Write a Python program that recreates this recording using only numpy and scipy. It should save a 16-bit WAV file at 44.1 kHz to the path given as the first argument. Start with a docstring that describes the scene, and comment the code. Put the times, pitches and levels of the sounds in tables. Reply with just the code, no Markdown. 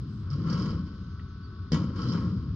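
"""Wheels rumble on a hollow deck as an inline skater climbs an outdoor half-pipe, flies above the lip,
lands with a clack and rolls back down. Bumps force the deck's resonances and grit excites a roar and
hiss in the skates, hardest in the curve; each blow leaves both in damped free vibration. In the air the
deck rumbles on and the free wheels whine, sagging as they slow. Light wind, trees and a far bird lie
behind. The sound is muffled, with a hollow ring above 1 kHz, and is heard at two microphone ports."""
import sys
import numpy as np
from scipy import signal
from scipy.fft import rfft, irfft
from scipy.io import wavfile
from scipy.ndimage import uniform_filter1d

SR = 44100
rng = np.random.default_rng(int(sys.argv[2]) if len(sys.argv) > 2 else 0)


def master_out(mix):
    """Clip the mix to full scale and print it as 16-bit PCM to the path in sys.argv[1]."""
    frames = np.transpose(np.atleast_2d(mix))
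    ceiling = np.clip(frames, -1, 1)
    pcm = np.round(ceiling * 32767).astype(np.int16)
    wavfile.write(sys.argv[1], SR, pcm)


N = 112455

# wheel contact going up and coming down: t/s, deck rumble/dB, roar/dB, hiss/dB, deep boom/dB
CLIMB_CONTACT = [(0, -38.5, -62, -70, -32), (0.102, -38, -89, -72.5, -54), (.23, -41, -61, -73.5, -42),
                 (0.299, -45, -61, -76, -38), (0.314, -53, -49.5, -59, -43.5),
                 (0.369, -28.5, -56.5, -61.5, -35.5), (0.44, -31, -48.5, -61.5, -38),
                 (.52, -30.5, -42.5, -53.5, -38.5), (0.632, -28, -45.5, -54, -38.5),
                 (0.709, -29, -46, -54, -33.5), (0.81, -34.5, -57.5, -67, -43.5),
                 (0.999, -43, -66, -70, -47), (1.14, -46.5, -68, -78, -43),
                 (1.3, -51.5, -83.5, -104.5, -53)]
DESCENT_CONTACT = [(1.725, -34, -45.5, -50, -36), (1.786, -29, -44, -54.5, -30),
                   (1.849, -31, -53, -63.5, -43), (1.955, -39, -54, -65.5, -39.5),
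                   (1.965, -35.5, -46.5, -56, -36.5), (2.108, -26, -44, -49, -44),
                   (2.23, -30.5, -47.5, -59, -33.5), (2.352, -32.5, -58, -65.5, -40),
                   (2.55, -43, -64.5, -77, -33)]
# low and high modes of the deck, narrow modes of the skates: f/Hz, bandwidth/Hz, relative level/dB
DECK_LOW_MODES = [(63.8, 6.7, -1.5), (97.7, 20, -1), (129.7, 44, -0.5), (179.3, 26, 2.5), (209, 12, -5),
                  (297, 29, -11.5)]
DECK_HIGH_MODES = [(290, 25, 0.5), (399, 200, -3.5), (485, 21, -11.5)]
SKATE_MODES = [(948, 30, -2), (1094, 20, 2), (1210, 20, -3), (1317, 30, -1), (1615, 30, -3), (1951, 20, -3),
               (2256, 20, -3), (3080, 100, -4), (5200, 100, -8)]
# spectral envelopes of the noises and impacts: f/Hz, relative spectral level/dB
ROAR_SPECTRUM = [(640, -18.5), (760, -19), (920, -9.5), (1090, 0.5), (1200, -5.5), (1350, 0.5), (1560, -11),
                 (1750, -17), (2300, -21.5)]
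HISS_SPECTRUM = [(1180, -35.5), (2000, -33.5), (2660, -10), (3100, 2.5), (3330, -4.5), (3750, -9),
                 (4110, -1), (4330, -9.5), (4580, 3), (5160, 0.5), (5780, -7), (5940, -14.5), (6470, -12),
                 (7210, -27), (7760, -24), (10100, -53), (17100, -120)]
WIND_SPECTRUM = [(25, -33), (45, -5.5), (65, 4), (92, 7), (130, -2.5), (200, -6.5), (300, -16.5),
                 (400, -17), (520, -39), (700, -37.5)]
TREE_SPECTRUM = [(720, -26.5), (900, -9.5), (1080, 2.5), (1330, 4.5), (1500, 2.5), (1680, -8), (2200, -15),
                 (2800, -12.5), (3400, -8.5), (4200, -11), (5100, -8), (5800, -22.5), (6150, -21),
                 (6500, -27.5), (8000, -43.5), (11000, -54)]
THUD_SPECTRUM = [(30, -25), (80, -27.5), (130, -5.5), (165, 1), (260, -7), (370, -22.5), (500, -19.5),
                 (700, -38.5), (1200, -60.5)]
CLACK_SPECTRUM = [(500, -18.5), (730, -15.5), (950, -6.5), (1100, -4.5), (1230, -18), (1420, -8.5),
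                  (1750, -12.5), (2200, -18), (2500, -19.5), (3080, -11), (4000, -19), (5100, -19),
                  (6550, -19.5), (7200, -28), (8300, -41.5), (10000, -47.5), (12500, -63)]
TAP_SPECTRUM = [(1100, -2), (1300, 3), (1550, -3), (1900, 0), (2300, -9), (3100, -7), (4000, -18)]
# wheel rotation: t/s, speed/take-off speed
WHEEL_SPIN = [(1.1, 1), (1.48, .993), (1.56, 1), (1.7, .985)]
# tones of the free bearings: f/Hz, wander width/Hz, level/dB, swell time/s, swell/dB
BEARING_TONES = [(1124, 6, -65, 1.61, 4), (1322, 7, -64.5, 1.22, 3.5), (1507, 7, -64.5, 1.42, 4.5)]
# sizzle of the wheels on the flat: f/Hz, bandwidth/Hz, relative level/dB
SIZZLE_BANDS = [(6150, 500, 0), (6900, 700, -6), (7900, 900, -7), (9300, 1200, -17)]
# hum of the curved panels: t/s, f/Hz, level/dB
PANEL_HUM = [(0.242, 92.53, -49), (.275, 97.3, -30.5), (0.299, 107.6, -29), (0.313, 144, -27.5),
             (0.389, 150.1, -30), (0.439, 163.2, -37), (0.479, 165.1, -26), (.54, 175.6, -28.5),
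             (0.619, 178.2, -38.5), (0.721, 177, -45), (0.852, 169, -79)]
# wheel slips in the curve and at touchdown: t/s, level/dB
WHEEL_SLIPS = [(.302, -49), (.331, -54), (.499, -43), (0.527, -43), (.576, -49), (.597, -50), (.622, -47.5),
               (1.72, -37), (2.018, -50), (2.085, -46), (2.105, -47), (2.12, -44.5)]
# skates striking the deck: t/s, relative thud level/dB, relative clack level/dB
IMPACTS = [(0.303, -21.5, -29.5), (0.471, -12, -21), (0.499, -12, -16), (0.528, -6.5, -17),
           (.576, -15, -16), (.616, -12.5, -14), (0.658, -16, -14.5), (0.73, -7.5, -26), (1.7186, -3, -4),
           (1.731, 1, -3.5), (1.7439, -5, -2.5), (1.771, -5, -14), (1.8169, -6, -21.5), (1.841, -8.5, -19),
           (1.959, -27.5, -20.5), (2.15, -5.5, -18)]
# modes of ramp and skates left ringing by a blow: f/Hz, relative level/dB, T60/s
IMPACT_MODES = [(232, 9, .08), (339, 2, .17), (505, 4, .06), (940, -8, .2), (1093, -1, .4), (1394, -9, .3),
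                (1625, -12, .2), (1951, -7, .13), (2256, -6, .14), (3090, -5, .05)]
# far bird whistles: t/s, duration/s, start f/Hz, end f/Hz, arch/Hz, level/dB
BIRD_NOTES = [(.92, .37, 6110, 6100, 0, -82), (1.272, .09, 6250, 5650, 170, -71),
              (1.405, 0.115, 4720, 4510, -35, -66)]
# dry taps in mid-air: t/s, level/dB
AIRBORNE_TAPS = [(1.194, -54)]
# two microphone ports: f/Hz, left minus right/dB, left lead/rad, diffuse share/dB
PORT_RESPONSE = [(97, 1.5, 0.02, -29), (400, 2, 0.22, -23), (750, 4, 0.07, 2.5), (1060, 1.5, 0.5, -16),
                 (1350, 8.5, 1, -13), (1700, -4.5, -0.5, -12.5), (2170, 0.5, -1.3, -7),
                 (2830, 11.5, -1.3, -14.5), (3330, 0, -0.5, -5), (4150, -6.5, -0.1, 2),
                 (4900, -15, -2, -7.5), (5400, -6, 0.3, -3), (6510, -4.5, 1.25, -4.5), (7870, 14.5, 1, -10)]

TAKE_OFF_S, LANDING_S = .8, DESCENT_CONTACT[0][0]
RUMBLE_COLUMN, ROAR_COLUMN, HISS_COLUMN, BOOM_COLUMN = 1, 2, 3, 4
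t = np.arange(N) / SR
f = np.maximum(np.arange(N + 1) * SR / (2 * N), 1)


def undb(db):
    """Amplitude ratio of a level in decibels."""
    return 10 ** (np.asarray(db) / 20)


def unit(x):
    """Normalisation to rms 1."""
    return x / np.sqrt(np.mean(x ** 2))


def noise():
    """Gaussian white noise."""
    return rng.standard_normal(N)


def wander(per_s):
    """Smoothed random steps give a slow modulation with a spread near 1."""
    hold = int(SR / per_s)
    steps = np.repeat(noise()[:N // hold + 1], hold)
    return 1.17 * uniform_filter1d(uniform_filter1d(steps, hold), hold)[:N]


def through(x, response):
    """Linear filtering: the spectrum is multiplied by a frequency response."""
    return irfft(rfft(x, 2 * N) * response)[..., :N]


def across(points, column=1):
    """Interpolation of a table column along log frequency."""
    rows = np.array(points, float)
    return np.interp(np.log(f), np.log(rows[:, 0]), rows[:, column])


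def colour(points):
    """Minimum-phase response of a spectral envelope, falling 24 dB per octave beyond its ends."""
    outside = np.maximum(points[0][0] / f, 1) * np.maximum(f / points[-1][0], 1)
    cepstrum = irfft(np.log(undb(across(points)) / outside ** 4 + 1e-6))
    return np.exp(rfft(np.r_[cepstrum[0], 2 * cepstrum[1:N]], 2 * N))


def resonance(hz, width):
    """Response of a damped oscillator, gain 1 at its centre."""
    return 1 / (1 + 1j * (f / hz - hz / f) * hz / width)


def fade(start, decay_s):
    """Exponential decay from a sudden onset."""
    age = t - start
    return (age >= 0) * np.exp(-np.maximum(age, 0) / decay_s)


def scatter(decay_s):
    """Reverberation: the response of dense decaying reflections, energy 1."""
    return rfft(unit(noise() * fade(0, decay_s)) / np.sqrt(N), 2 * N)


def drive(force, gain, body):
    """Forced vibration: a force of changing strength excites a body of unit mean power gain."""
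    return through(force * gain, body / np.sqrt(np.mean(abs(body) ** 2)))


def contact(column):
    """Excitation strength of one rolling layer: the climb, with the descent added from the landing on."""
    climb, descent = (undb(np.interp(t, run[:, 0], run[:, column]))
                      for run in (np.array(CLIMB_CONTACT), np.array(DESCENT_CONTACT)))
    return climb + descent * (t >= LANDING_S)


def panels(modes, gain, top_hz, bottom_hz=43.5):
    """Random bumps excite a band of deck modes, whose powers add."""
    passband = 1 / np.sqrt((1 + (f / top_hz) ** 20) * (1 + (bottom_hz / f) ** 6))
    power = sum(abs(undb(db) * resonance(hz, width)) ** 2 for hz, width, db in modes)
    return drive(noise(), gain, passband * np.sqrt(power))


def deck(split_hz=120):
    """Forced vibration of the hollow deck: a boom, a rumble and higher modes that need hard contact."""
    boom_modes = [mode for mode in DECK_LOW_MODES if mode[0] < split_hz]
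    rumble_modes = [mode for mode in DECK_LOW_MODES if mode[0] >= split_hz]
    boom = panels(boom_modes, contact(BOOM_COLUMN), top_hz=2 * split_hz)
    rumble = panels(rumble_modes, contact(RUMBLE_COLUMN), top_hz=336)
    hard_contact = undb(-8) * np.sqrt(contact(RUMBLE_COLUMN) * contact(ROAR_COLUMN))
    return boom + rumble + panels(DECK_HIGH_MODES, hard_contact, top_hz=553)


def skate_ring():
    """Lightly damped skate modes add narrow peaks to rolling and clacks alike."""
    return 1 + sum(undb(db - .5) * resonance(hz, width) for hz, width, db in SKATE_MODES)


def grit(per_s, spread_db):
    """Shot noise: grains meet the wheels as impulses at random times."""
    impulses = (rng.random(N) < per_s / SR) * np.sign(noise())
    return impulses * undb(spread_db * np.minimum(rng.exponential(size=N), 4))


def rolling():
    """Roughness excitation: grit rings the skates in a roar and a hiss; the wheels judder and scuff."""
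    judder = undb(1.49 * wander(per_s=110))
    bumps = unit(grit(per_s=4000, spread_db=3) * judder)
    ticks = unit(grit(per_s=2000, spread_db=0) * judder)
    roar = drive(bumps, contact(ROAR_COLUMN), colour(ROAR_SPECTRUM) * skate_ring())
    hiss = drive(ticks, contact(HISS_COLUMN), colour(HISS_SPECTRUM) * skate_ring())
    return roar + hiss + scuffs(judder)


def wind_and_trees():
    """Broadband noise of moving air: low, gently gusting wind and a steady wash of trees."""
    gusts = undb(-39.5 + 1.2 * wander(per_s=7.91))
    wind = unit(through(noise(), colour(WIND_SPECTRUM))) * gusts
    trees = unit(through(noise(), colour(TREE_SPECTRUM))) * undb(-61)
    return wind + trees


def bearings(unload_s=.26, swell_s=.1, loaded_db=-9.5):
    """Bearing tones follow rotation speed; they swell in turn and are loudest with the wheels free."""
    free = np.clip((t - TAKE_OFF_S) / unload_s + 1, 0, 1) * (t < LANDING_S)
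    spin = np.interp(t, *np.array(WHEEL_SPIN).T)
    whine = 0
    for hz, width, db, swell_at, swell_db in BEARING_TONES:
        swell = swell_db * np.exp(-((t - swell_at) / swell_s) ** 2)
        gain = undb(db + swell + 1.8 * wander(per_s=40))
        pitch = hz * spin + width / 2 * wander(per_s=40)
        whine += gain * np.sin(2 * np.pi * np.cumsum(pitch) / SR)
    return np.sqrt(2) * whine * undb(loaded_db * (1 - free))


def sizzle(start_s=.04, length_s=.25):
    """Band-limited rolling noise swells and fades, light and high, as the wheels cross the flat."""
    progress = np.clip((t - start_s) / length_s, 0, 1)
    body = sum(undb(db) * resonance(hz, width) ** 2 for hz, width, db in SIZZLE_BANDS)
    return drive(noise(), undb(-81) * np.sin(np.pi * progress), body)


def panel_hum():
    """The curved panels vibrate in a wavering tone whose frequency rises as the wheels climb them."""
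    times, hz, db = np.array(PANEL_HUM).T
    pitch = np.interp(t, times, hz) * (1 + .04 * wander(per_s=35))
    gain = undb(np.interp(t, times, db) + 2 * wander(per_s=35))
    return np.sqrt(2) * gain * np.sin(2 * np.pi * np.cumsum(pitch) / SR)


def scuffs(judder):
    """Sliding friction: each wheel slip gives a short burst of treble noise."""
    slips = sum(undb(db) * fade(start, decay_s=.012) for start, db in WHEEL_SLIPS)
    return drive(noise() * judder, slips, resonance(hz=5330, width=980) * colour(HISS_SPECTRUM))


def thuds(peak_db=-14):
    """Impulse response of the hollow deck: each blow thumps it and the rest of the deck reverberates."""
    impulses = np.zeros(N)
    for start, thud_db, _ in IMPACTS:
        impulses[int(start * SR)] += undb(thud_db)
    boom = undb(-7.5) * scatter(decay_s=.097)
    thud = through(impulses, colour(THUD_SPECTRUM) * (1 + boom))
    return undb(peak_db) * thud / abs(thud).max()


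def clacks(clack_s=.0032, rattle_s=.03):
    """Impact noise: wheels and frame clack and rattle briefly; overlapping blows add in power."""
    power = sum((undb(db) * (fade(start, clack_s) + undb(-5) * fade(start, rattle_s))) ** 2
                for start, _, db in IMPACTS)
    return drive(noise(), undb(-36) * np.sqrt(power), colour(CLACK_SPECTRUM) * skate_ring())


def impact_ringing(rise_s=.001):
    """Free vibration: each blow leaves ramp and skates ringing as a sum of damped sinusoids."""
    out = np.zeros(N)
    for start, _, clack_db in IMPACTS:
        onset = int(start * SR)
        age = t[:min(N - onset, SR // 2)]
        phases = rng.random(len(IMPACT_MODES))
        ring = sum(undb(db - 60 * age / t60) * np.sin(2 * np.pi * (hz * age + phase))
                   for (hz, db, t60), phase in zip(IMPACT_MODES, phases))
        attack = 1 - np.exp(-age / rise_s)
        out[onset:onset + len(age)] += undb(clack_db - 39) * ring * attack
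    return out


def bird():
    """Frequency-modulated whistles flutter, level or falling, blurred by scattering among the trees."""
    flutter = undb(2.5 * wander(per_s=60))
    waver_hz = 22 * wander(per_s=60)
    song = 0
    for start, length, from_hz, to_hz, arch_hz, db in BIRD_NOTES:
        progress = np.clip((t - start) / length, 0, 1)
        arch = np.sin(np.pi * progress)
        pitch = from_hz + (to_hz - from_hz) * progress + arch_hz * arch + waver_hz
        song += undb(db) * arch * np.sin(2 * np.pi * np.cumsum(pitch) / SR)
    return through(song * flutter, 1 + .5 * scatter(decay_s=.03))


def tap():
    """A heavily damped transient: one faint dry tap while the skater is in the air."""
    envelope = sum(undb(db) * fade(start, decay_s=.012) for start, db in AIRBORNE_TAPS)
    return drive(noise(), envelope, colour(TAP_SPECTRUM))


def ports(direct, diffuse):
    """Level and phase differences between two ports, small in the bass, give the stereo image."""
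    level_db, lead_rad, diffuse_db = (across(PORT_RESPONSE, column) for column in (1, 2, 3))
    right_over_left = undb(-level_db) * np.exp(-1j * lead_rad)
    left = 2 / (1 + right_over_left)
    side = through(diffuse, undb(diffuse_db))
    return through(direct, np.array([left, left * right_over_left])) + np.array([side, -side])


def scene():
    """Superposition of skater, ramp and surroundings as a direct and an uncorrelated diffuse field."""
    direct, diffuse = (deck() + rolling() + clacks() + tap() + bearings() + wind_and_trees() + sizzle()
                       for _ in range(2))
    return ports(direct + panel_hum() + thuds() + impact_ringing() + bird(), diffuse)


def record(dry):
    """Band limiting: a steep elliptic low-pass removes the treble above 15.5 kHz."""
    return signal.sosfilt(signal.ellip(8, .2, 70, 15500, fs=SR, output="sos"), dry)


dry = scene()
out = record(dry)
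master_out(out)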